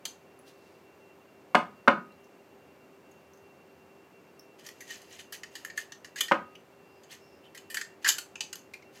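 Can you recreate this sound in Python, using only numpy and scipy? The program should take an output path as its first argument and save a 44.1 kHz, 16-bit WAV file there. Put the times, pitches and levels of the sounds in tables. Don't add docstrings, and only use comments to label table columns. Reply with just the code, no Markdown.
import sys
import numpy as np
from scipy import signal
from scipy.fft import rfft, irfft
from scipy.io import wavfile

SR = 44100
rng = np.random.default_rng(int(sys.argv[2]) if len(sys.argv) > 2 else 0)


def dump(signal):
    limited = np.clip(np.atleast_2d(signal).T, -1, 1)
    pcm = np.round(limited * 32767).astype(np.int16)
    wavfile.write(sys.argv[1], SR, pcm)


N = 396900

# frequency in Hz, level in dB.
STEEL_ON_SHELL = [(100, -47), (500, -28), (900, -5), (1400, -4.5), (2100, -9), (3000, 3.5), (3750, -2),
                  (4700, 5), (5600, -3.5), (6700, 2.5), (7900, -3.5), (9000, -9), (10500, -6),
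                  (13300, -7.5), (16000, -23)]
# pitch in Hz, level in dB, ring time (t60) in seconds.
SHELL_MODES = [(1800, -8, 0.048), (2140, 6, 0.0045), (2420, 3.5, 0.011), (3010, 9, 0.01),
               (4200, -10.5, 0.013), (4620, -9.5, 0.0088), (6310, -13, 0.0085), (6200, 1.5, 0.015),
               (7700, -18.5, 0.016)]


def slips(valve_db=-1, blade_db=-5, valve_cycles=29, blade_cycles=30):
    # start in seconds, contact energy in dB, treble lift in dB, slide time in seconds,
    # relative valve ring in dB.
    rib_slips = [(4.664, -20, 4, 0.0038, -29), (4.687, -23.5, 4, 0.002, -22.5),
                 (4.8047, -22.5, 4, 0.0071, -19), (4.904, -21, -10, .003, -17.5),
                 (5.0174, -31, 4, .002, -38), (5.323, -15.5, 7.5, 0.0058, -16),
                 (5.4328, -19.5, -8, 0.0026, -15), (5.553, -15.5, -3, 0.0041, -17),
                 (5.6478, -18, 5.5, 0.0027, -9.5), (5.699, -23.5, -27, 0.0028, -16),
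                 (5.7748, -12.5, 2, 0.0038, -3.5), (5.9199, -20, -8, .0026, -22.5),
                 (6.045, -21.5, -5.5, 0.0043, -18.5), (6.158, -18, 0, .008, -12.5),
                 (6.2815, -17.5, -8, 0.0045, -12), (7.0336, -33.5, -2, .0046, -51),
                 (7.547, -23.5, 5, 0.0095, -20.5), (7.575, -21.5, -3, 0.0032, -34),
                 (7.7, -17.5, 7.5, 0.01, -18.5), (7.7433, -10, 6.5, 0.0041, -8.5),
                 (7.769, -10.5, -1, 0.0022, -2), (7.812, -15, -3.5, 0.0024, -7),
                 (8.0442, -6, -8.5, 0.0071, 2.5), (8.0604, -7.5, -19, 0.0063, 4),
                 (8.0756, -1, 7, 0.0053, -8), (8.0868, 6, 2, 0.0048, -25), (8.1828, -7.5, 3, 0.0025, -17),
                 (8.5282, -12.5, -3, 0.0024, -24.5), (8.5554, -20.5, 5, .001, -41)]
    # time in seconds, valve pitch in Hz, blade pitch in Hz.
    grip = [(4.65, 1910, 5960), (5.55, 1796, 6250), (6.2, 1830, 6430), (7.58, 1930, 6360),
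            (7.77, 1786, 8000), (8.05, 1773, 7300), (8.18, 1440, 7270), (8.53, 1350, 6280)]
    times, valve_hz, blade_hz = np.transpose(grip)
    out = np.zeros(N)
    for start, energy_db, lift_db, slide_s, ring_db in rib_slips:
        valve = damped_note(np.interp(start, times, valve_hz), valve_cycles)
        blade = damped_note(np.interp(start, times, blade_hz), blade_cycles)
        notes = [(ring_db + valve_db, valve), (energy_db + blade_db, blade)]
        add(out, start, click(energy_db, lift_db, slide_s, notes))
    return out


def taps(lip_db=-1, blade_db=-3, lip_cycles=22, dull_share=0.18, contact_s=0.0029):
    # start in seconds, contact energy in dB, treble lift in dB, lip pitch in Hz,
    # relative lip ring in dB.
    lip_taps = [(0.0526, -10.5, 1.5, 3020, -20), (6.2065, 1.5, 0, 3455, 1.5), (6.552, -34.5, 1, 2900, -23),
                (8.355, -19, -22, 2620, -16), (8.406, -8, -9.5, 2660, -14), (8.736, -24, -2.5, 2390, -15.5),
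                (8.823, -40, -14, 2180, -29.5)]
    # pitch in Hz, level in dB, ring time in seconds.
    blade_modes = [(4020, 1, 0.0026), (6160, -0.5, 0.006)]
    out = np.zeros(N)
    for start, energy_db, lift_db, lip_hz, ring_db in lip_taps:
        blade = ring(blade_modes, .02, 0.000067)
        lip = damped_note(lip_hz, lip_cycles)
        notes = [(ring_db + lip_db, lip), (energy_db + blade_db + dull_share * lift_db, blade)]
        add(out, start, click(energy_db, lift_db, contact_s, notes))
    return out


def click(energy_db, lift_db, slide_s, notes, shell_db=-7, bite_s=.001):
    t = np.arange(SR // 12) / SR
    spray = grit(len(t), per_s=14000, spread_db=1.5)
    spray *= np.exp(-t / (2 * slide_s)) * (1 - np.exp(-t / bite_s))
    contact = pulse(STEEL_ON_SHELL, lambda hz: lift_db * np.clip((hz - 6000) / 4500, 0, 1))
    shell = ring(SHELL_MODES, .06, 0.00051)
    paths = [(energy_db, contact), (energy_db + shell_db, shell)] + notes
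    return sum(gain_of(db) * unit(signal.fftconvolve(spray, body)[:len(t)]) for db, body in paths)


def grating(level_db=-4.5, shell_db=-2, valve_db=-6, valve_hz=1920, valve_cycles=16, chip_cycles=16):
    # start in seconds, length in seconds, relative level in dB.
    pushes = [(4.578, .05, -53.5), (4.615, .11, -52), (4.612, 0.8, -58.5), (4.858, 0.14, -46.5),
              (5.087, 0.11, -50.5), (5.181, 0.044, -43.5), (5.325, 0.052, -41.5), (5.482, 0.24, -55.5),
              (5.752, 0.1, -45), (6.16, 0.07, -38), (7.091, 0.082, -46), (7.752, 0.089, -44),
              (8.015, .04, -52), (8.055, 0.048, -30.5), (8.91, 0.15, -55)]
    pressure = sum(gain_of(db) * swell(start, length) for start, length, db in pushes)
    chips = np.zeros(N)
    for hz in np.geomspace(1900, 14500, 14):
        fractures = grit(N, per_s=400, spread_db=3.5)
        chip = ring([(hz, 0, chip_cycles / hz)], .02, 1 / hz)
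        chips += gain_of(curve_at(STEEL_ON_SHELL, hz)) * np.sqrt(hz) * signal.oaconvolve(fractures, chip)[:N]
    out = pressure * evened(chips)
    shell = ring(SHELL_MODES, .1, .0001)
    valve = damped_note(valve_hz, valve_cycles)
    for db, body in [(shell_db, shell), (valve_db, valve)]:
        scrape = pressure * grit(N, per_s=2000, spread_db=3.1)
        out += gain_of(db) * signal.oaconvolve(scrape, body)[:N]
    return gain_of(level_db) * out


def bowl(rock_t60=0.018, rock_db=-1, crack_db=-13, thud_db=-11, chatter_s=0.006):
    # start in seconds, relative touch level in dB, touch pitch in Hz, landing delay in seconds,
    # landing level in dB, hardness in dB per octave, board ring in dB, glass ring in dB.
    knocks = [(1.5467, 10.5, 1064, 0.0042, 12, 1, 6.5, -6), (1.8756, 6, 1322, 0.0042, 15, -2.5, 10, 2),
              (6.313, 5, 890, .005, 9, -1.5, 4, -0.5)]
    # frequency in Hz, level in dB.
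    thud_spectrum = [(40, -49.5), (90, -29), (170, -9.5), (230, -6.5), (400, -12.5), (530, -4.5),
                     (1000, -1.5), (1400, -0.5), (2000, -9.5), (2900, -12), (3600, -24), (6000, -33),
                     (10000, -42.5), (16000, -58.5)]
    # pitch in Hz, level in dB, ring time in seconds.
    board_modes = [(195, -16.5, .2), (236.9, -13.5, 0.13), (277, -9, .2), (326, -9.5, .3), (497, -7.5, .17),
                   (568, 2.5, 0.13), (587, -3, .24), (727, -2, .19), (763, -8.5, 0.16), (976, -1, .2),
                   (989, -5.5, 0.27), (1041, -1, 0.21), (1138, -8, .22), (1425, -5, 0.16), (1440, -6, 0.18),
                   (1596, -6, .17), (1690, -8, 0.1), (2110, 2, 0.081), (2196, -12, 0.25), (2660, -11, 0.11),
                   (2885, -13, .17), (2940, -6.5, 0.11)]
    glass_modes = [(1247, 0, 0.39)]
    blows, ringing = np.zeros((2, N))
    t = np.arange(SR // 10) / SR
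    for start, touch_db, touch_hz, delay, land_db, hardness, board_db, glass_db in knocks:
        thud = pulse(thud_spectrum, lambda hz: hardness * np.log2(1 + hz / 1000))
        bounces = grit(len(t), per_s=5000, spread_db=1.7) * np.exp(-t / chatter_s)
        chatter = unit(signal.fftconvolve(bounces, thud))
        add(blows, start, gain_of(touch_db + rock_db) * ring([(touch_hz, 0, rock_t60)], 0.073, 0.00046))
        add(blows, start, gain_of(touch_db + crack_db) * thud)
        add(blows, start + delay, gain_of(land_db + thud_db) * thud)
        add(blows, start + delay, gain_of(land_db) * chatter)
        add(ringing, start, gain_of(board_db) * ring(board_modes, .6, 0.004))
        add(ringing, start, gain_of(glass_db) * ring(glass_modes, .6, 0.0026))
    return blows, ringing


def flesh(film_t60=0.0048, snap_db=-3):
    # start in seconds, energy in dB, pitch in Hz.
    wet_ticks = [(0.3898, -35.5, 10550), (2.122, -44, 4000), (2.2427, -43, 6160), (3.114, -39, 6430),
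                 (3.3334, -38, 6260), (3.3741, -43, 6400), (4.393, -28.5, 5500)]
    out = np.zeros(N)
    t = np.arange(SR // 20) / SR
    for start, db, hz in wet_ticks:
        pops = grit(len(t), per_s=1500, spread_db=2.3) * np.exp(-t / 0.0053)
        film = ring([(hz, 0, film_t60)], .03, 0.00021)
        add(out, start, gain_of(db) * unit(signal.fftconvolve(pops, film)))
        add(out, start, gain_of(db + snap_db) * unit(np.diff(pops)))
    return out


def rubbing(bend=.06):
    # start in seconds, length in seconds, level in dB, centre in Hz, ring time in seconds.
    rubs = [(0.447, 0.088, -58.5, 3550, 0.00093), (0.458, 0.5, -71.5, 4340, 0.0013),
            (6.803, .4, -75, 4900, .015), (7.14, 0.33, -69.5, 5220, .012), (7.09, 0.05, -54, 3160, 0.0076),
            (7.431, 0.059, -56, 3050, 0.019)]
    grain = grit(N, per_s=5000, spread_db=1.5)
    out = np.zeros(N)
    for start, length, db, hz, t60 in rubs:
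        pressure = swell(start, length)
        pitch_hz = hz * (1 + bend * (pressure - .5))
        carrier = np.exp(2j * np.pi * np.cumsum(pitch_hz) / SR)
        feedback = np.exp(-np.log(1000) / (t60 * SR))
        squeak = carrier * signal.lfilter([1], [1, -feedback], grain / carrier)
        out += gain_of(db) * pressure * evened(squeak.real)
    return out


def kitchen(sound, count=3, turn_hz=3.7):
    turn = 2 * np.pi * turn_hz * np.arange(N) / SR
    blends = [np.sqrt(2 / count) * np.cos(turn + np.pi * k / count) for k in range(count)]
    return sum(signal.oaconvolve(sound * blend, reflections())[:N] for blend in blends)


def reflections(first_s=0.0016, build_s=0.002, echoes_per_s=5000):
    # frequency in Hz, reverb time in seconds.
    reverb_times = [(150, 0.46), (500, .27), (1300, 0.25), (3000, 0.22), (7000, .24), (14000, 0.2)]
    echoes = rng.choice([-1., 1.], SR // 2) * (rng.random(SR // 2) < echoes_per_s / SR)
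    hz, t, bands = signal.stft(echoes, SR, nperseg=256)
    decay = np.exp(-np.log(1000) * t / curve_at(reverb_times, hz)[:, None])
    tail = signal.istft(bands * decay, SR, nperseg=256)[1]
    fade_in = np.clip((np.arange(len(tail)) / SR - first_s) / build_s, 0, 1)
    return unit(tail * fade_in)


def room_tone(air_db=-58, flutter_rate_hz=45, waver_rate_hz=22):
    # frequency in Hz, relative noise density in dB.
    air_spectrum = [(25, -13.5), (62, -22.5), (84, -3), (115, -8), (145, -3), (250, -1), (330, 0.5),
                    (700, -4.5), (1500, -12.5), (2600, -17), (3600, -24), (7000, -27), (10000, -33.5),
                    (14500, -28.5), (16000, -38.5)]
    # pitch in Hz, rms level in dB, waver depth in Hz, flutter as a share of the level.
    motor_tones = [(391, -63.5, 3.9, 0.22), (525, -73.5, 2.8, 0.36), (573, -75, 3, .4), (2310, -81, 4, .4),
                   (2738, -71, 11, 0.55), (4540, -88.5, 3, .3)]
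    colour = gain_of(curve_at(air_spectrum, np.fft.rfftfreq(N, 1 / SR)))
    out = gain_of(air_db) * evened(irfft(rfft(rng.standard_normal(N)) * colour, N))
    for hz, db, waver, flutter in motor_tones:
        tone = np.sin(2 * np.pi * np.cumsum(hz + waver * drift(waver_rate_hz)) / SR)
        out += gain_of(db) * evened((1 + flutter * drift(flutter_rate_hz)) * tone)
    return out


def swell(start, length, peak_share=0.38, curve=1.22):
    progress = (np.arange(N) / SR - start) / length
    return np.interp(progress, [0, peak_share, 1], [0, 1, 0]) ** curve


def ring(modes, length_s, rise_s):
    t = np.arange(int(length_s * SR)) / SR
    sines = sum(gain_of(db) * np.exp(-np.log(1000) * t / t60) * np.sin(2 * np.pi * (hz * t + rng.random()))
                for hz, db, t60 in modes)
    return unit(sines * (1 - np.exp(-t / rise_s)))


def damped_note(hz, cycles):
    return ring([(hz, 0, cycles / hz)], .06, 1 / hz)


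def pulse(spectrum, tilt_db, size=2048):
    hz = abs(np.fft.fftfreq(size, 1 / SR))
    log_gain = np.log(gain_of(curve_at(spectrum, hz) + tilt_db(hz)))
    minimum_phase = np.exp(np.conj(signal.hilbert(log_gain)))
    return unit(np.fft.ifft(minimum_phase).real)


def grit(samples, per_s, spread_db):
    chance, size, sign = rng.random((3, samples))
    strength = gain_of(spread_db * np.minimum(-np.log(1 - size), 4))
    return evened((chance < per_s / SR) * strength * np.sign(sign - .5))


def drift(rate_hz):
    values = rng.standard_normal(2048)
    return evened(np.interp(rate_hz * np.arange(N) / SR, np.arange(len(values)), values))


def gain_of(db):
    return 10 ** (np.asarray(db) / 20)


def evened(x):
    return x / np.sqrt(np.mean(x ** 2) + 1e-20)


def unit(x):
    return x / np.sqrt(np.sum(x ** 2) + 1e-20)


def curve_at(points, hz):
    point_hz, values = np.transpose(points)
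    return np.interp(np.log(hz + 1), np.log(point_hz), values)


def add(mix, start_s, sound):
    part = mix[round(start_s * SR):][:len(sound)]
    part += sound[:len(part)]


def scene(bowl_room_db=-6.5, knife_room_db=-6):
    knocks, ringing = bowl()
    knife = slips() + taps() + grating() + flesh() + rubbing()
    room = kitchen(gain_of(bowl_room_db) * knocks + gain_of(knife_room_db) * knife)
    return (knocks + ringing + knife + room + room_tone())[None]


def record(dry, ceiling=.8, low_cut_hz=72, high_cut_hz=16100):
    rounded = dry / (1 + (dry / ceiling) ** 6) ** (1 / 6)
    low_cut = signal.butter(4, low_cut_hz, "highpass", fs=SR, output="sos")
    high_cut = signal.firwin(511, high_cut_hz, window=("kaiser", 9), fs=SR)
    return signal.oaconvolve(signal.sosfilt(low_cut, rounded), high_cut[None], "same", axes=1)


dry = scene()
out = record(dry)
dump(out)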